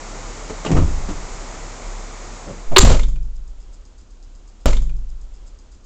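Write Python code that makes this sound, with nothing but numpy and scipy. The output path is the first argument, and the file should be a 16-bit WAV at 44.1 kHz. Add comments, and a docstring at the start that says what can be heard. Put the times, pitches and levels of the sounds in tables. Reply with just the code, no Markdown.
"""Inside a parked van: a low sine throbs for the idling engine, filtered noise hisses in at an open front door.
Bursts of tiny contacts make knocks on the trim and a dull thump as a part under the dash is pulled and lets go.
The door swings shut and closes off the street: air is pushed in, the latch crashes over ringing steel, panels
rattle, loose fittings click and the cabin booms in decaying modes, overloading the microphone.
Later the sound skips back with a pop, and the end of the slam is heard once more as an abrupt bang."""
import sys
import numpy as np
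from scipy import signal
from scipy.fft import rfft, irfft
from scipy.io import wavfile
from scipy.ndimage import uniform_filter1d

SR = 44100
rng = np.random.default_rng(int(sys.argv[2]) if len(sys.argv) > 2 else 0)


def dump_mix(stems):
    """Bounce the given channels to the path in sys.argv[1] as a 16-bit WAV at rate SR."""
    frames = np.atleast_2d(stems).T  # one column per channel
    limited = np.clip(frames, -1, 1)  # hard clip at full scale
    pcm = np.round(limited * 32767).astype(np.int16)
    wavfile.write(sys.argv[1], SR, pcm)


N = 258204
T = np.arange(N) / SR

# spectrum of blows and drags on padded trim: (f/Hz, density/dB per Hz)
TRIM_SPECTRUM = [(40, -9.5), (100, -2.5), (280, -3.5), (450, -7), (900, -12), (1600, -20.5), (2900, -24),
                 (5000, -30.5), (7200, -25), (9000, -47)]
# spectrum of shaking panels and loose fittings: (f/Hz, density/dB per Hz)
RATTLE_SPECTRUM = [(60, 4), (130, 8), (250, -2), (350, -8.5), (550, -1.5), (750, -9), (1200, -8),
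                   (1700, -15), (4000, -17), (5500, -19), (7200, -17), (8400, -32)]
# resonances of the floor pan: (f/Hz, level/dB, t60/s)
FLOOR_MODES = [(56, -5.5, 0.28), (84, -1.5, 0.13), (147, 0, 0.1), (169, -6.5, 0.083)]


def undb(db):
    """Decibels to gain."""
    return 10 ** (np.asarray(db) / 20)


def unit(x):
    """Scale to rms 1."""
    return x / np.sqrt(np.mean(x ** 2))


def fade(t, t60):
    """Exponential decay, 60 dB down after t60 (at least 2 ms)."""
    return np.exp(-np.log(1000) * t / max(t60, .002))


def on_log(hz, points):
    """Read (f/Hz, value) points on a log-frequency axis."""
    f, value = np.transpose(points)
    return np.interp(np.log(hz + 1), np.log(f), value)


def add(track, s, sound):
    """Mix a sound into a track at a time in seconds."""
    i = int(s * SR)
    track[i:i + len(sound)] += sound[:N - i]


def through(x, response):
    """Pass a sound through an impulse response, keeping its length."""
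    return signal.oaconvolve(x, response)[:len(x)]


def colour(points, tilt=0, top_hz=SR, peak_hz=1000, peak_db=0, octaves=1, size=4096):
    """Causal response of unit energy with a given spectrum, tilt (dB/octave), upper edge and one resonance."""
    hz = np.arange(size // 2 + 1) * SR / size + 1
    db = on_log(hz, points) + tilt * np.log2(np.clip(hz, 100, 8000) / 1000)
    db = db + peak_db / (1 + (np.log2(hz / peak_hz) / octaves) ** 2)
    low_cut = 1 + (points[0][0] / hz / 2) ** 2
    high_cut = np.sqrt(1 + (hz / top_hz) ** 16)
    gain = undb(db) / low_cut / high_cut
    # folding the cepstrum gives minimum phase, so the energy comes early
    cepstrum = irfft(np.log(gain))
    cepstrum[1:size // 2] *= 2
    cepstrum[size // 2 + 1:] = 0
    response = irfft(np.exp(rfft(cepstrum)))
    return response / np.linalg.norm(response)


def modes(table):
    """Impulse response of a set of decaying resonances (f/Hz, level/dB, t60/s)."""
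    t = T[:int(SR * max(t60 for _, _, t60 in table))]
    return sum(undb(db) * np.sin(2 * np.pi * hz * t) * fade(t, t60) for hz, db, t60 in table)


def chatter(length, grain_db, rise=0, hold=0):
    """Half a second of tiny contacts of uneven size that builds up, holds and dies away (times in s)."""
    t = T[:SR // 2]
    grains = undb(grain_db * rng.standard_normal(len(t) // 50 + 1))
    sizes = np.repeat(grains, 50)[:len(t)]
    contacts = unit(rng.standard_normal(len(t)) * sizes)
    return contacts * fade(np.maximum(t - hold, 0), length) * (1 - fade(t, rise))


def wander(rate):
    """Slow random drift of rms 1, from random steps at a rate in Hz, smoothed twice."""
    k = int(SR / rate)
    steps = np.repeat(rng.standard_normal(N // k + 1), k)
    return unit(uniform_filter1d(uniform_filter1d(steps, k), k)[:N])


def doorway():
    """Open share of the doorway, 1 to 0: the swing speeds up evenly until the door is shut."""
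    swing_at, shut_at = 1.2, 2.86  # s
    return 1 - np.clip((T - swing_at) / (shut_at - swing_at), 0, 1) ** 2


def hush():
    """The cabin's own faint hush: steady coloured noise with a slight drift in level."""
    # (f/Hz, density/dB per Hz)
    spectrum = [(60, 4), (100, -3.5), (170, 0), (270, 1), (450, -4), (800, -9.5), (1300, -11),
                (1800, -17.5), (3300, -17), (5000, -18.5), (7200, -15.5), (8400, -29), (9500, -47)]
    return through(rng.standard_normal(N), colour(spectrum)) * undb(-55 + .5 * wander(7.5))


def rumble():
    """Steady low rumble: noise that falls away steeply above the bass."""
    bass = colour([(20, -9.5), (45, -7), (90, -23.0), (400, -68.0)])
    return undb(-44.5) * through(rng.standard_normal(N), bass)


def ticking():
    """Faint, thin ticks of uneven strength, about eight a second, each a soft-edged burst of contacts."""
    out, times = np.zeros(N), np.arange(.1, N / SR, .125)
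    for s, (late, strength) in zip(times, rng.standard_normal((len(times), 2))):
        tick = chatter(0.2, grain_db=4.5, rise=0.012)
        add(out, s + 0.0024 * late, undb(-54.5 + 1.5 * strength) * tick)
    thin = [(3000, -27), (4400, -10.5), (5000, -0.5), (5700, -11.5), (6400, -4), (7200, -0.5), (8200, -14.5)]
    return through(out, colour(thin))


def street():
    """Street hiss: drifting noise whose amplitude follows the root of the open share of the doorway."""
    # (f/Hz, density/dB per Hz)
    spectrum = [(80, -1), (170, -4.5), (300, -5), (450, -4.5), (700, -5), (1300, -7.5), (1600, -13.5),
                (2200, -12), (2800, -19), (3600, -19), (5500, -17), (7200, -12), (8400, -26), (9500, -41.5)]
    hiss = through(rng.standard_normal(N), colour(spectrum))
    return hiss * np.sqrt(doorway()) * undb(-36 + .4 * wander(4.0))


def engine():
    """Idling throb: one low sine, unsteady in pitch and level, quieter once the door is shut."""
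    idle_hz, open_db, shut_db = 33.4, -33, -39.5  # centres of the drift
    turn = 2 * np.pi * np.cumsum(idle_hz * (1 + 0.024 * wander(4.6))) / SR
    level_db = shut_db + (open_db - shut_db) * np.sqrt(doorway())
    return unit(np.sin(turn)) * undb(level_db + 1.9 * wander(13))


def knocks():
    """Padded blows of feet, lever and trim; duller ones last longer and drum more on the floor pan."""
    # (t/s, level/dB ahead of the gains below, hardness as tilt/dB per octave, own resonance f/Hz)
    blows = [(0.497, -23.5, 0.3, 413), (.648, -20.5, 1.3, 1150), (0.661, -20, 0, 2800),
             (0.715, -18, 2, 250), (.766, -19.5, -0.4, 1200), (1.087, -20.5, -0.2, 303),
             (1.537, -37, -1, 304), (2.468, -28.5, -3, 540), (2.713, -22.5, -2.6, 660)]
    flat_length, halving_tilt = .115, 1.9  # t60 in s at tilt 0; dB/octave that halves it
    out, pan = np.zeros(N), modes(FLOOR_MODES)
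    for s, db, tilt, hz in blows:
        length = flat_length * 2 ** (-tilt / halving_tilt)
        scuff = chatter(length, grain_db=2.0, rise=0.12 * length)
        trim = colour(TRIM_SPECTRUM, tilt, peak_hz=hz, peak_db=9.5, octaves=.2)
        add(out, s, undb(db + 1.5) * through(scuff, trim))
        add(out, s, undb(db - 2.1 * tilt - 15.5) * pan)
    return out


def thump():
    """A part under the dash swells as it is pulled and dies when it lets go; the floor pan drums on."""
    at, rise, hold = .672, 0.32, 0.11  # s
    out, pan = np.zeros(N), modes(FLOOR_MODES)
    drag = chatter(.25, grain_db=5.5, rise=rise, hold=hold)
    dull = colour(TRIM_SPECTRUM, tilt=-2.84, peak_hz=293, peak_db=3, octaves=0.27)
    add(out, at, undb(-14.5) * through(drag, dull))
    shake = chatter(0.32, grain_db=2.5, rise=rise, hold=hold)
    add(out, at, undb(-15) * through(shake, pan / np.linalg.norm(pan)))
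    return out


def latch():
    """The latch hits its first catch, its second, and rebounds: short, hard-edged bursts of grinding."""
    # (t/s, level/dB, grinding/s, upper edge f/Hz)
    hits = [(2.762, -3, 0.0095, 4464), (2.781, -6, .009, 9107), (2.806, -17, 0.017, 9000)]
    # (f/Hz, density/dB per Hz)
    spectrum = [(100, -10), (280, -12), (390, 2.5), (700, -3.5), (1100, 3.5), (1600, -4), (3200, -3),
                (4400, 1.5), (5300, -7.5), (6400, -0.5), (7400, 9), (8200, -7)]
    out = np.zeros(N)
    for s, db, hold, top_hz in hits:
        crash = chatter(.035, grain_db=1.5, rise=0.0022, hold=hold)
        add(out, s, undb(db) * through(crash, colour(spectrum, tilt=-0.48, top_hz=top_hz)))
    return out


def rattle():
    """Panels shudder in surges as the cabin's air pressure swings; loose fittings click as they settle."""
    # door skin, then window and trim: (t/s, level/dB about which it surges, held/s, own resonance f/Hz)
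    shudders = [(2.822, -13.5, 0.036, 250), (2.873, -16.5, 0.049, 438)]
    # clicks: (t/s, level/dB, own resonance f/Hz)
    clicks = [(2.994, -22.5, 2140), (3.031, -28.5, 3560), (3.083, -37.5, 7030), (3.158, -42.5, 2423)]
    surge_hz, surge_db = 42.3, 2.5  # rate and depth of the surges
    out = np.zeros(N)
    for s, db, hold, hz in shudders:
        shake = chatter(.25, grain_db=2, rise=.053, hold=hold)
        surges = undb(db + surge_db * np.sin(2 * np.pi * surge_hz * T[:len(shake)]))
        panel = colour(RATTLE_SPECTRUM, tilt=.1, peak_hz=hz, peak_db=8.5, octaves=0.3)
        add(out, s, through(shake * surges, panel))
    for s, db, hz in clicks:
        click = undb(db) * chatter(.063, grain_db=2.0, rise=0.0054)
        fitting = colour(RATTLE_SPECTRUM, tilt=0.4, peak_hz=hz, peak_db=13.5, octaves=0.16)
        add(out, s, through(click, fitting))
    return out


def door():
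    """Latch and rattle, heard directly and through the decaying resonances of the door's steel."""
    # (f/Hz, level/dB ahead of scaling the whole set to unit energy, t60/s)
    steel_modes = [(386, 12, 0.13), (600, -11.5, .12), (870, -3.5, 0.13), (1080, 6.5, 0.021),
                   (1238, -4, 0.16), (1950, -3, .08), (3400, 6, 0.083), (3560, -2.5, 0.11), (3900, -5, .08),
                   (4820, 1, 0.092), (7350, 2, 0.15), (6660, -1, 0.091), (6870, -5.5, 0.17),
                   (7340, -4, 0.032), (7636, 2, .1)]
    crash, shaking, steel = latch(), rattle(), modes(steel_modes)
    drive = undb(-16.0) * crash + undb(-31) * shaking
    return crash + shaking + through(drive, steel / np.linalg.norm(steel))


def boom():
    """The swinging door piles up air in the cabin; each shove rocks air and panels at their lowest modes."""
    # (t/s, level/dB, contact/s)
    shoves = [(0.742, -7, 0.013), (0.78, -4, 0.0099), (2.788, -0.5, 0.013), (2.838, -3.5, 0.0051),
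              (2.888, -7.5, 0.0026)]
    # cabin air and large panels: (f/Hz, level/dB, t60/s)
    cabin_modes = [(19.79, -6, 1.355), (25.2, -21, 1.1), (39.14, -8, 0.56), (43.67, -10.5, 1.4),
                   (50.3, -20.5, 1.4), (56, -20, 0.82), (70.3, -6, 0.79), (86, -3.5, 0.25),
                   (113.4, -20, .85), (143.7, -27, 1.2)]
    force, pressure = np.zeros(N), np.zeros(N)
    for s, db, contact in shoves:
        push = np.hanning(int(contact * SR) + 3)
        add(force, s, undb(db) * push / push.sum())
    add(pressure, 2.655, undb(-8.5) * np.hanning(int(.14 * SR)))
    return pressure - through(force, modes(cabin_modes))


def cabin_ring():
    """Diffuse tail of the upholstered cabin: octave bands of decaying noise; the bass stays longest."""
    # (f/Hz, t60/s)
    decay_times = [(60, 1), (200, 0.78), (500, 0.21), (2000, 0.33), (8000, 0.46)]
    t, tail = T[:SR], 0
    for hz in 60 * 2 ** np.arange(8):
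        band = signal.butter(3, [hz / np.sqrt(2), hz * np.sqrt(2)], "band", fs=SR, output="sos")
        noise = signal.sosfilt(band, rng.standard_normal(len(t)))
        tail = tail + noise * fade(t, on_log(hz, decay_times))
    tail = tail * (1 - fade(t, 0.039))  # the tail builds up softly
    return tail / np.linalg.norm(tail)


def skip(x):
    """The sound jumps back into the end of the slam, with a hard pop, a short hollow thud and a noise burst."""
    # hollow thud: (f/Hz, level/dB ahead of its gain, t60/s)
    thud_modes = [(435, -11.5, 0.033), (561, -10.5, 0.029), (614.5, -13, 0.06), (795, -28, 0.023),
                  (1183, -15.5, 0.034)]
    skip_at, skip_back = 4.658, 1.736  # s
    cut, back = int(skip_at * SR), int(skip_back * SR)
    out = np.concatenate([x[:cut], x[cut - back:N - back]])
    add(out, skip_at, -undb(1.5) * fade(T[:SR // 10], 0.023))
    add(out, skip_at + 0.00307, undb(-4.5) * modes(thud_modes))
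    burst = through(chatter(0.015, grain_db=-2.0), colour(RATTLE_SPECTRUM, tilt=-0.59, top_hz=8240))
    add(out, skip_at, undb(-13.0) * burst)
    return out


def scene():
    """All sources in the cabin; knocks, thump and door share its upholstered ring."""
    background = street() + hush() + engine() + rumble() + ticking()
    trim, slam = knocks() + thump(), door()
    ring = through(undb(-13.5) * trim + undb(-15) * slam, cabin_ring())
    return (background + trim + slam + ring + boom())[None]


def record(dry):
    """A narrow-band microphone channel that skips once and clips hard on the bangs."""
    mic_top_hz, top_hz = 8370, 16000  # edges of the microphone and of the clipped output
    heard = signal.sosfilt(signal.butter(20, mic_top_hz, fs=SR, output="sos"), dry[0])
    clipped = np.clip(skip(heard), -1, 1)
    return signal.sosfilt(signal.ellip(8, .2, 70, top_hz, fs=SR, output="sos"), clipped)[None]


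dry = scene()
out = record(dry)
dump_mix(out)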